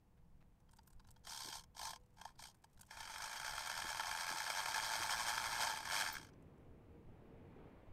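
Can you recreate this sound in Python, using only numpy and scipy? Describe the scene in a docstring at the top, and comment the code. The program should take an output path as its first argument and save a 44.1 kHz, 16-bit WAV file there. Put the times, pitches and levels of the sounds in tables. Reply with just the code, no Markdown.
"""A chain hoist rattles some metres away, hanging from an excavator boom in open desert.
Its hand chain is gathered up, tugged four times, then hauled in one fast run. The links and
the pawl (a small catch) clack against the wheel and make the steel housing ring.
Behind it are two soft footsteps, light wind and a far vehicle that slowly draws nearer."""
import sys
import numpy as np
from scipy import signal
from scipy.fft import rfft, irfft
from scipy.io import wavfile
from scipy.ndimage import uniform_filter1d, map_coordinates

SR = 44100
rng = np.random.default_rng(int(sys.argv[2]) if len(sys.argv) > 2 else 0)


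def master(y):
    """Save y as 16-bit WAV."""
    cut = np.clip(np.atleast_2d(y).T, -1, 1)
    pcm = np.round(cut * 32767)  # scale
    wavfile.write(sys.argv[1], SR, pcm.astype(np.int16))


N = 349272
TIME = np.arange(N) / SR

# How each steel part rings when struck: f/Hz, width/Hz, level/dB
LINK_TONES = [(3210, 244, -0.5), (3564, 510, -10), (4310, 1400, -5), (4786, 140, -1), (5400, 730, -2),
              (6240, 440, -6), (6680, 1700, -8), (8200, 600, -5), (8950, 200, -4), (9600, 720, -12),
              (11200, 1500, -16), (12400, 750, -15.5), (13200, 780, -13.5), (15200, 1000, -28)]
HOUSING_TONES = [(1335, 226, -10.5), (1360.8, 330, -7.5), (1612, 228, -3.5), (1720, 130, -5.5),
                 (2167, 240, -10), (2345, 450, -11), (3190, 230, -10.5)]
TIGHT_WHEEL_TONES = [(610, 90, -15.5), (725, 170, -8.5), (877, 95, 0), (985, 140, -5.5), (1085, 70, -8.5)]
SLACK_WHEEL_TONES = [(695, 130, -8), (832, 140, -0.5), (913, 86, 3.5), (1034, 61, 4)]
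# The chain pulls tight: t/s, tightness (0 to 1)
TIGHTNESS = [(2.6, 0), (3.2, 1)]

def hoist(clack_db=2, uneven_db=1.45, grain_db=3):
    """Each link clacks on the wheel; between clacks the chain scrapes through its guide."""
    level_db, rate, housing_share_db, link_share_db = hauling()
    times, blow_db, blow_share_db = clacks(level_db, rate, link_share_db)
    scrape_gain = scraping(level_db, rate, times)

    def force(blow_share, scrape_share, spread_s=.0028):
        """Blows plus scraping; every link hits each part a little differently."""
        db = blow_db + clack_db + 20 * np.log10(blow_share)
        db += uneven_db * rng.standard_normal(600)[:len(db)]
        blows = chatter(times, db, spread_s)
        scrape = unit(rng.standard_normal(N) * amp(grain_db * rng.standard_normal(N)))
        return blows + scrape_gain * scrape_share * scrape

    # the links take their share of the energy and jingle
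    link_blow = np.clip(amp(blow_share_db), 0, .93)
    link_scrape = np.clip(amp(link_share_db), 0, .93)
    on_links = force(link_blow * amp(-1), link_scrape * amp(2.26), spread_s=.0038)
    links = amp(-1.87) * through(on_links, body(LINK_TONES)) + amp(-11) * link_ringing(on_links)
    # the frame (housing and wheel) takes the rest
    frame_blow, frame_scrape = np.sqrt(1 - link_blow ** 2), np.sqrt(1 - link_scrape ** 2)
    to_housing = np.clip(amp(housing_share_db) / frame_scrape, 0, .9)
    housing = through(to_housing * force(frame_blow, frame_scrape), body(HOUSING_TONES))
    on_wheel = np.sqrt(1 - to_housing ** 2) * force(frame_blow, frame_scrape)
    # the wheel rings lower once the chain is tight
    tight, = curves(TIGHTNESS)
    wheel = through(tight * on_wheel, body(TIGHT_WHEEL_TONES))
    wheel += amp(1) * through((1 - tight) * on_wheel, body(SLACK_WHEEL_TONES))
    return links + amp(.14) * housing + amp(.35) * wheel


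# Tugs on the slack chain: start/s, end/s, rise/s, fall/s, level/dB, housing share/dB, link share/dB
CHAIN_TUGS = [(1.235, 1.63, 0.059, 0.067, -49.5, -11, -1), (1.741, 1.978, 0.11, 0.13, -44.5, -11, -2),
              (2.158, 2.33, 0.033, 0.048, -61.5, -6.5, -5), (2.374, 2.53, 0.034, 0.093, -54, -11.5, -1)]
TUG_LINKS_PER_S = 72
# The long run speeds up, stalls once and runs out: t/s, level/dB, speed/(links per s)
LONG_RUN = [(2.88, -71, 38), (2.915, -51, 36), (3.25, -46, 54), (3.75, -45, 78.7), (4.43, -44, 87.4),
            (4.75, -42.5, 109.4), (5.54, -43, 116.7), (5.66, -40, 115), (5.83, -49, 60), (5.97, -37.5, 105),
            (6.14, -48, 74), (6.3, -67, 43)]
# Brief surges in the run: t/s, extra level/dB
RUN_SURGES = [(5.115, 2.5), (5.29, 3), (5.635, 2.5)]
# How much of the run's rattle goes into the housing: t/s, share/dB
RUN_HOUSING_SHARE = [(2.95, -4), (3.3, -3.5), (5.6, -4.5), (6.1, -3)]

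def hauling(turns_per_s=9.85, spin_up_per_s2=1.6, throb_db=1.5, surge_s=.025, run_link_db=-4.5):
    """The pull on the chain over time: its level, speed, housing share and link share."""
    tugs = sum(amp(db) * fade(start, end, rise, fall) for start, end, rise, fall, db, _, _ in CHAIN_TUGS)
    _, tug_housing_db, tug_link_db = curves([(s, *row[4:]) for row in CHAIN_TUGS for s in row[:2]])
    run_db, run_rate = curves(LONG_RUN)
    run_db += sum(db * np.exp(-((TIME - s) / surge_s) ** 2) for s, db in RUN_SURGES)
    run_housing_db, = curves(RUN_HOUSING_SHARE)
    # the rattle swells once per turn of the wheel, which slowly speeds up
    since = TIME - 4
    turns = turns_per_s * since + spin_up_per_s2 * since ** 2 / 2
    run_db += throb_db * np.cos(2 * np.pi * turns)
    running = (TIME > LONG_RUN[0][0]) & (TIME < LONG_RUN[-1][0])
    return (np.where(running, run_db, 20 * np.log10(tugs + 1e-7)),
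            np.where(running, run_rate, TUG_LINKS_PER_S),
            np.where(running, run_housing_db, tug_housing_db),
            np.where(running, run_link_db, tug_link_db))


# The hardest clacks of links and pawl on the wheel: t/s, level/dB
HARD_CLACKS = [(1.27, -37.5), (1.526, -36), (1.638, -50), (1.766, -45.5), (1.793, -37), (1.814, -35.5),
               (1.829, -37), (1.853, -32), (1.869, -36), (1.932, -39), (1.959, -43.5), (2.214, -39.5),
               (2.252, -37.5), (2.392, -45), (2.423, -42.5), (2.438, -41), (2.454, -42.5), (2.641, -50),
               (2.908, -40), (2.971, -39), (3.138, -37), (3.356, -40), (3.398, -33), (3.446, -30.5),
               (3.579, -29), (3.697, -30.5), (3.819, -30), (3.946, -32), (3.995, -28.5), (4.005, -30),
               (4.033, -31.5), (4.112, -30), (4.401, -30), (4.5, -25), (4.657, -26.5), (4.683, -29.5),
               (4.743, -26.5), (5.094, -30), (5.377, -25), (5.67, -26.5), (5.696, -31), (5.803, -35),
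               (5.853, -33)]

def clacks(level_db, rate, link_share_db, hard_db=-9, soft_db=1.28, dull_db=-2):
    """Times, levels and link shares of the clacks: one per link, plus hard ones that sound duller."""
    s, db = np.transpose(HARD_CLACKS)
    hard = np.c_[s + .002, db + hard_db, np.interp(s, TIME, link_share_db) + dull_db]
    links_passed = np.cumsum(rate * amp(.5 * wander(60))) / SR
    beat = np.flatnonzero(np.diff(np.floor(links_passed)))
    # skip a link if a hard clack is close by or the chain is at rest
    links_from_hard = np.abs(TIME[beat, None] - s).min(axis=1) * rate[beat]
    beat = beat[(links_from_hard > .85) & (level_db[beat] > -100)]
    beat_db = level_db[beat] + soft_db + 20 * np.log10(catching()[beat])
    beat_db += rng.standard_normal(600)[:len(beat)]
    beat_db += np.log2(TUG_LINKS_PER_S / rate[beat])  # 1 dB louder at half the speed
    soft = np.c_[TIME[beat], beat_db, link_share_db[beat]]
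    return np.r_[hard, soft].T


def catching(dip_db=-5, lead_s=.01, width_s=.0042):
    """The chain catches just before each hard clack, so its rattle dips."""
    dips = sum(np.exp(-np.minimum(((TIME - s + lead_s) / width_s) ** 2, 20)) for s, _ in HARD_CLACKS)
    return amp(dip_db * dips)


def scraping(level_db, rate, clack_times, crowding=.23, half_speed_db=-2.5):
    """How strongly the chain scrapes: the faster it runs, the more its touches blur into a rush."""
    marks = np.r_[np.sort(clack_times), 2 * N / SR]
    until_clack = marks[np.searchsorted(marks, TIME)] - TIME
    contact = 1 - .4 * np.exp(-(until_clack / .004 - 1) ** 2)  # it hangs free just before it strikes
    db = level_db - 2 + crowding * np.clip(level_db + 42, -15, 8)
    db += half_speed_db * np.log2(TUG_LINKS_PER_S / rate)
    return amp(db) * contact * catching()


# A single link's ring, soon stopped by its neighbours: f/Hz, level/dB, fade time/s
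SINGLE_LINK_TONES = [(3220, -3, .025), (4675, 0, .035), (4970, -6, .03), (5350, -4, .025), (5660, -5, .025),
                     (6133, -1, .04), (6590, -6, .03), (8150, -5, .025)]

def link_ringing(force, detune=.009):
    """No two links are alike, so the pitch of their ring keeps shifting a little."""
    clock = np.arange(N) + np.cumsum(detune * wander(40))
    clock -= uniform_filter1d(clock - np.arange(N), SR // 8)  # stay in time with the blows
    t = TIME[:SR // 4]
    ring = sum(amp(db - 60 * t / t60) * np.sin(2 * np.pi * hz * t) for hz, db, t60 in SINGLE_LINK_TONES)
    return map_coordinates(through(force, ring), [clock], order=3)


# Slack links touching each other: t/s, level/dB, treble share/dB, f/Hz
LINK_TICKS = [(0.602, -70.5, -7, 6230), (0.689, -62.5, -28, 3210), (0.712, -67, 0, 8920),
              (0.7312, -60, -10, 8590), (0.766, -64, -1, 6400), (0.7868, -53, -26, 4830),
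              (0.8736, -58.5, -3, 9010), (0.9022, -63, -5, 9200), (0.9286, -62, -7, 8330),
              (0.9958, -55, -27, 4760), (1.045, -62.5, -23, 3940), (1.07, -62, -6, 6200),
              (1.0863, -57, -15, 4500), (1.1055, -56.5, -0.5, 8000), (1.162, -58, -32, 3270),
              (2.0083, -73, -12, 6860), (2.0333, -72, -9, 8400), (2.354, -65, -14, 4760),
              (2.5453, -62, -7, 8950), (2.7726, -61.5, -9, 4000), (2.792, -56.5, -5, 5280),
              (2.809, -48, -1, 4600), (2.83, -57, -11, 3230), (2.863, -64, 0, 8260),
              (6.333, -62, -30, 5930), (6.4214, -75.5, -1, 2710), (6.5774, -74, -6.5, 2570)]

def slack_chain(ring_s=.045):
    """Loose links tick at their own pitches: light touches are bright, heavy ones reach the hoist."""
    s, db, treble_db, ring_hz = np.transpose(LINK_TICKS)
    treble = np.clip(amp(treble_db), 0, .95)
    heavy_db = db + 10 * np.log10(1 - treble ** 2)
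    heavy = chatter(s + .004, heavy_db, .004, count=6)
    light = chatter(s + .005, db + treble_db, .006, count=14)
    t = TIME[:SR // 10]
    rings = np.zeros(N)
    for start, level_db, hz in zip((s * SR).astype(int), heavy_db, ring_hz):
        rings[start:start + len(t)] += amp(level_db - 60 * t / ring_s) * np.sin(2 * np.pi * hz * t)
    ticks = through(heavy, body([(4170, 4700, 0)]))
    knocks = through(heavy, body(SLACK_WHEEL_TONES + [(1530, 390, -.55)]))
    sparkle = through(light, body([(8200, 5200, -11), (12900, 3100, -18)]))
    return amp(-13) * ticks + amp(-11) * rings + amp(-8) * knocks + amp(-6) * sparkle


# When the loose chain jingles faintly: start/s, end/s
JINGLE_SPANS = [(.7, 1.25), (2.0, 2.88)]

def loose_jingle(touches_per_s=56, level_db=-84.5, uneven_db=4.5):
    """Hanging links brush together at random, too softly to reach the hoist."""
    gaps = -np.log(1 - rng.random(600)) / touches_per_s
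    s = np.cumsum(gaps)
    db = level_db + uneven_db * rng.standard_normal(600)
    moving = np.any([(s > start) & (s < end) for start, end in JINGLE_SPANS], axis=0)
    touches = chatter(s[moving], db[moving], .0036, count=8)
    return through(touches, body([(5630, 5700, -1.8), (8400, 2500, .24), (12500, 3300, -3.1)]))


# Tiny squeaks: t/s, f/Hz, level/dB, rise/s
STEEL_SQUEAKS = [(0.869, 14200, -68, .005), (6.123, 14870, -49, .006)]

def squeaks():
    """A link slips on steel with a very short, high whistle."""
    return sum(amp(db) * swell(s, rise) * tone(hz + 60 * wander(300))
               for s, hz, db, rise in STEEL_SQUEAKS)


# Knocks on the hook: t/s, level/dB
HOOK_KNOCKS = [(1.448, -52.5), (1.476, -50.5), (3.842, -49.5), (4.308, -51), (4.342, -53), (4.997, -50.5)]

def hook_knocks():
    """The swinging hoist knocks dully on its hook."""
    s, db = np.transpose(HOOK_KNOCKS)
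    hook = body([(190, 150, -5), (290, 220, 0), (400, 200, -4)])
    return through(chatter(s + .0052, db - 7, .0118), hook)


def echoes(sound, level_db=-13, fade_s=.027):
    """The excavator and the rough ground throw back a brief, faint echo."""
    t = TIME[:SR // 4]
    tail = rng.standard_normal(len(t)) * amp(-60 * t / fade_s) * (t > .003)
    return sound + amp(level_db) * through(sound, tail)


# Footsteps: t/s, level/dB
FOOTSTEPS = [(.17, -81), (.405, -73.5)]

def footsteps():
    """Shoes crunch briefly on gritty soil."""
    grit = noise([(200, -18), (700, 2), (2500, -6), (8000, -26), (15000, -26)]) * amp(3 * wander(440))
    return grit * sum(amp(db) * swell(s, .0075) for s, db in FOOTSTEPS)


# Puffs of wind: t/s, level/dB, rise/s
WIND_PUFFS = [(.95, -58, 0.014), (2.93, -61.5, 0.057), (3.93, -66, 0.034), (7.049, -55.5, 0.035)]

def gusts():
    """Puffs of wind hit the microphone with a low thud."""
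    rumble = noise([(15, 3.5), (50, -6.5), (110, -8.5), (250, -39), (1000, -48), (15000, -90)])
    return rumble * sum(amp(db) * swell(s, rise) for s, db, rise in WIND_PUFFS)


# The sound of open air, from low to high: f/Hz, level/dB
AIR_COLOUR = [(20, 4.5), (45, 1.5), (100, -1.5), (190, -4.5), (300, -23.5), (400, -36), (680, -21.5),
              (880, -19.5), (1250, -28), (2200, -33.5), (4000, -40), (15000, -43)]

def wind(level_db=-68, uneven_db=4):
    """Light wind: a steady hiss over an uneven rumble."""
    air = noise(AIR_COLOUR)
    rumble = lowpass(air, 120)
    return amp(level_db) * (air + rumble * (amp(uneven_db * wander(16)) - 1))


# Road noise, from low to high: f/Hz, level/dB
ROAD_COLOUR = [(30, -16.5), (70, -1.5), (110, -2), (240, -5.5), (330, -7), (600, -14), (900, -18.5),
               (1400, -26), (2400, -29.5), (4200, -44.5), (7000, -63), (15000, -76)]
# The vehicle's approach: t/s, level/dB, extra treble/dB
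VEHICLE_APPROACH = [(0, -76.5, -14), (1.5, -77.5, -1.5), (3.1, -81.5, 9), (5.2, -65, -7), (6.3, -61, -3.5),
                    (7.05, -62, -1.5), (7.65, -59.5, 1), (7.92, -70, 9.5)]

def far_vehicle():
    """Road noise grows louder and brighter as the vehicle draws nearer."""
    level_db, treble_db = curves(VEHICLE_APPROACH)
    road = noise(ROAD_COLOUR) * amp(.6 * wander(9))
    low = lowpass(road, 500)
    return amp(level_db) * (low + amp(treble_db) * (road - low))


# When the vehicle whines: start/s, end/s, level/dB, f/Hz
VEHICLE_WHINES = [(-.2, 1.164, -90.5, 484), (1.123, 2.195, -85, 489), (6.5, 7.1, -74.5, 463),
                  (7.2, 7.79, -70, 454)]

def vehicle_whine(waver_db=3, waver_hz=6, fade_s=.063):
    """The far vehicle's wavering whine fades in and out."""
    drift = waver_hz * wander(50)
    tones = sum(amp(db) * fade(start, end, fade_s, fade_s) * tone(hz + drift)
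                for start, end, db, hz in VEHICLE_WHINES)
    return np.sqrt(2) * tones * amp(waver_db * wander(25))


def chatter(times, db, spread_s, count=48):
    """Turn each blow into a dense cluster of tiny taps spread over a few milliseconds."""
    draws = rng.random((600, 3, count))[:len(times)]
    delay = spread_s * (draws[:, 0] + draws[:, 1] - 1)
    push = 2 * draws[:, 2] - 1
    push *= (amp(db) * np.sqrt(spread_s * SR / np.sum(push ** 2, axis=1)))[:, None]
    where = np.clip((times[:, None] + delay) * SR, 0, N - 1).astype(int)
    return np.bincount(where.ravel(), push.ravel(), N)


def body(tones, size=4096):
    """How an object with these tones rings after one sharp tap."""
    f = np.arange(size // 2 + 1) * SR / size
    power = sum(amp(db) ** 2 / (1 + (2 * (f - hz) / width) ** 2) ** 2 for hz, width, db in tones)
    # this fold makes the ring come after the tap, never before it
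    cepstrum = irfft(np.log(power) / 2)
    cepstrum[1:size // 2] *= 2
    cepstrum[size // 2 + 1:] = 0
    return irfft(np.exp(rfft(cepstrum)))


def through(x, ring):
    """Let every sample of x set off the ring, scaled to energy 1."""
    return signal.fftconvolve(x, ring / np.linalg.norm(ring))[:N]


def noise(colour):
    """Noise of strength 1, shaped by (f/Hz, level/dB) points."""
    hz, db = np.transpose(colour)
    f = np.arange(N // 2 + 1) * SR / N
    gain = amp(np.interp(np.log(f + 1), np.log(hz), db))
    return unit(irfft(rfft(rng.standard_normal(N)) * gain, N))


def tone(hz):
    """A pure tone that follows a changing pitch."""
    return np.sin(2 * np.pi * np.cumsum(hz) / SR)


def lowpass(x, hz):
    """Gently soften everything above hz."""
    return signal.sosfilt(signal.butter(1, hz, fs=SR, output="sos"), x)


def swell(start, rise):
    """Climb to 1 in the rise time, then die away."""
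    u = np.clip((TIME - start) / rise, 0, 50)
    return u * np.exp(1 - u)


def fade(start, end, rise, fall):
    """Fade in, hold, fade out."""
    return np.clip(np.minimum((TIME - start) / rise, (end - TIME) / fall), 0, 1)


def wander(rate):
    """A random drift of about 1 either way, turning rate times a second."""
    hold = int(SR / rate)
    steps = rng.standard_normal(4000)[np.arange(N) // hold]
    return 1.2 * uniform_filter1d(steps, hold)


def curves(table):
    """Join a table's points into one curve in time per value column."""
    s, *columns = np.transpose(table)
    return [np.interp(TIME, s, c) for c in columns]


def amp(db):
    """Decibels to gain."""
    return 10 ** (np.asarray(db) / 20)


def unit(x):
    """Scale to an average strength (rms) of 1."""
    return x / np.sqrt(np.mean(x ** 2))


def scene():
    """The hoist and its small noises in the open air, in one channel."""
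    steel = hoist() + slack_chain() + loose_jingle() + squeaks() + hook_knocks()
    return (echoes(steel) + footsteps() + gusts() + wind() + far_vehicle() + vehicle_whine())[None]


def record(dry, top_hz=15700):
    """Cut off the very highest treble."""
    return signal.sosfilt(signal.ellip(10, .2, 80, top_hz, fs=SR, output="sos"), dry)


dry = scene()
out = record(dry)
master(out)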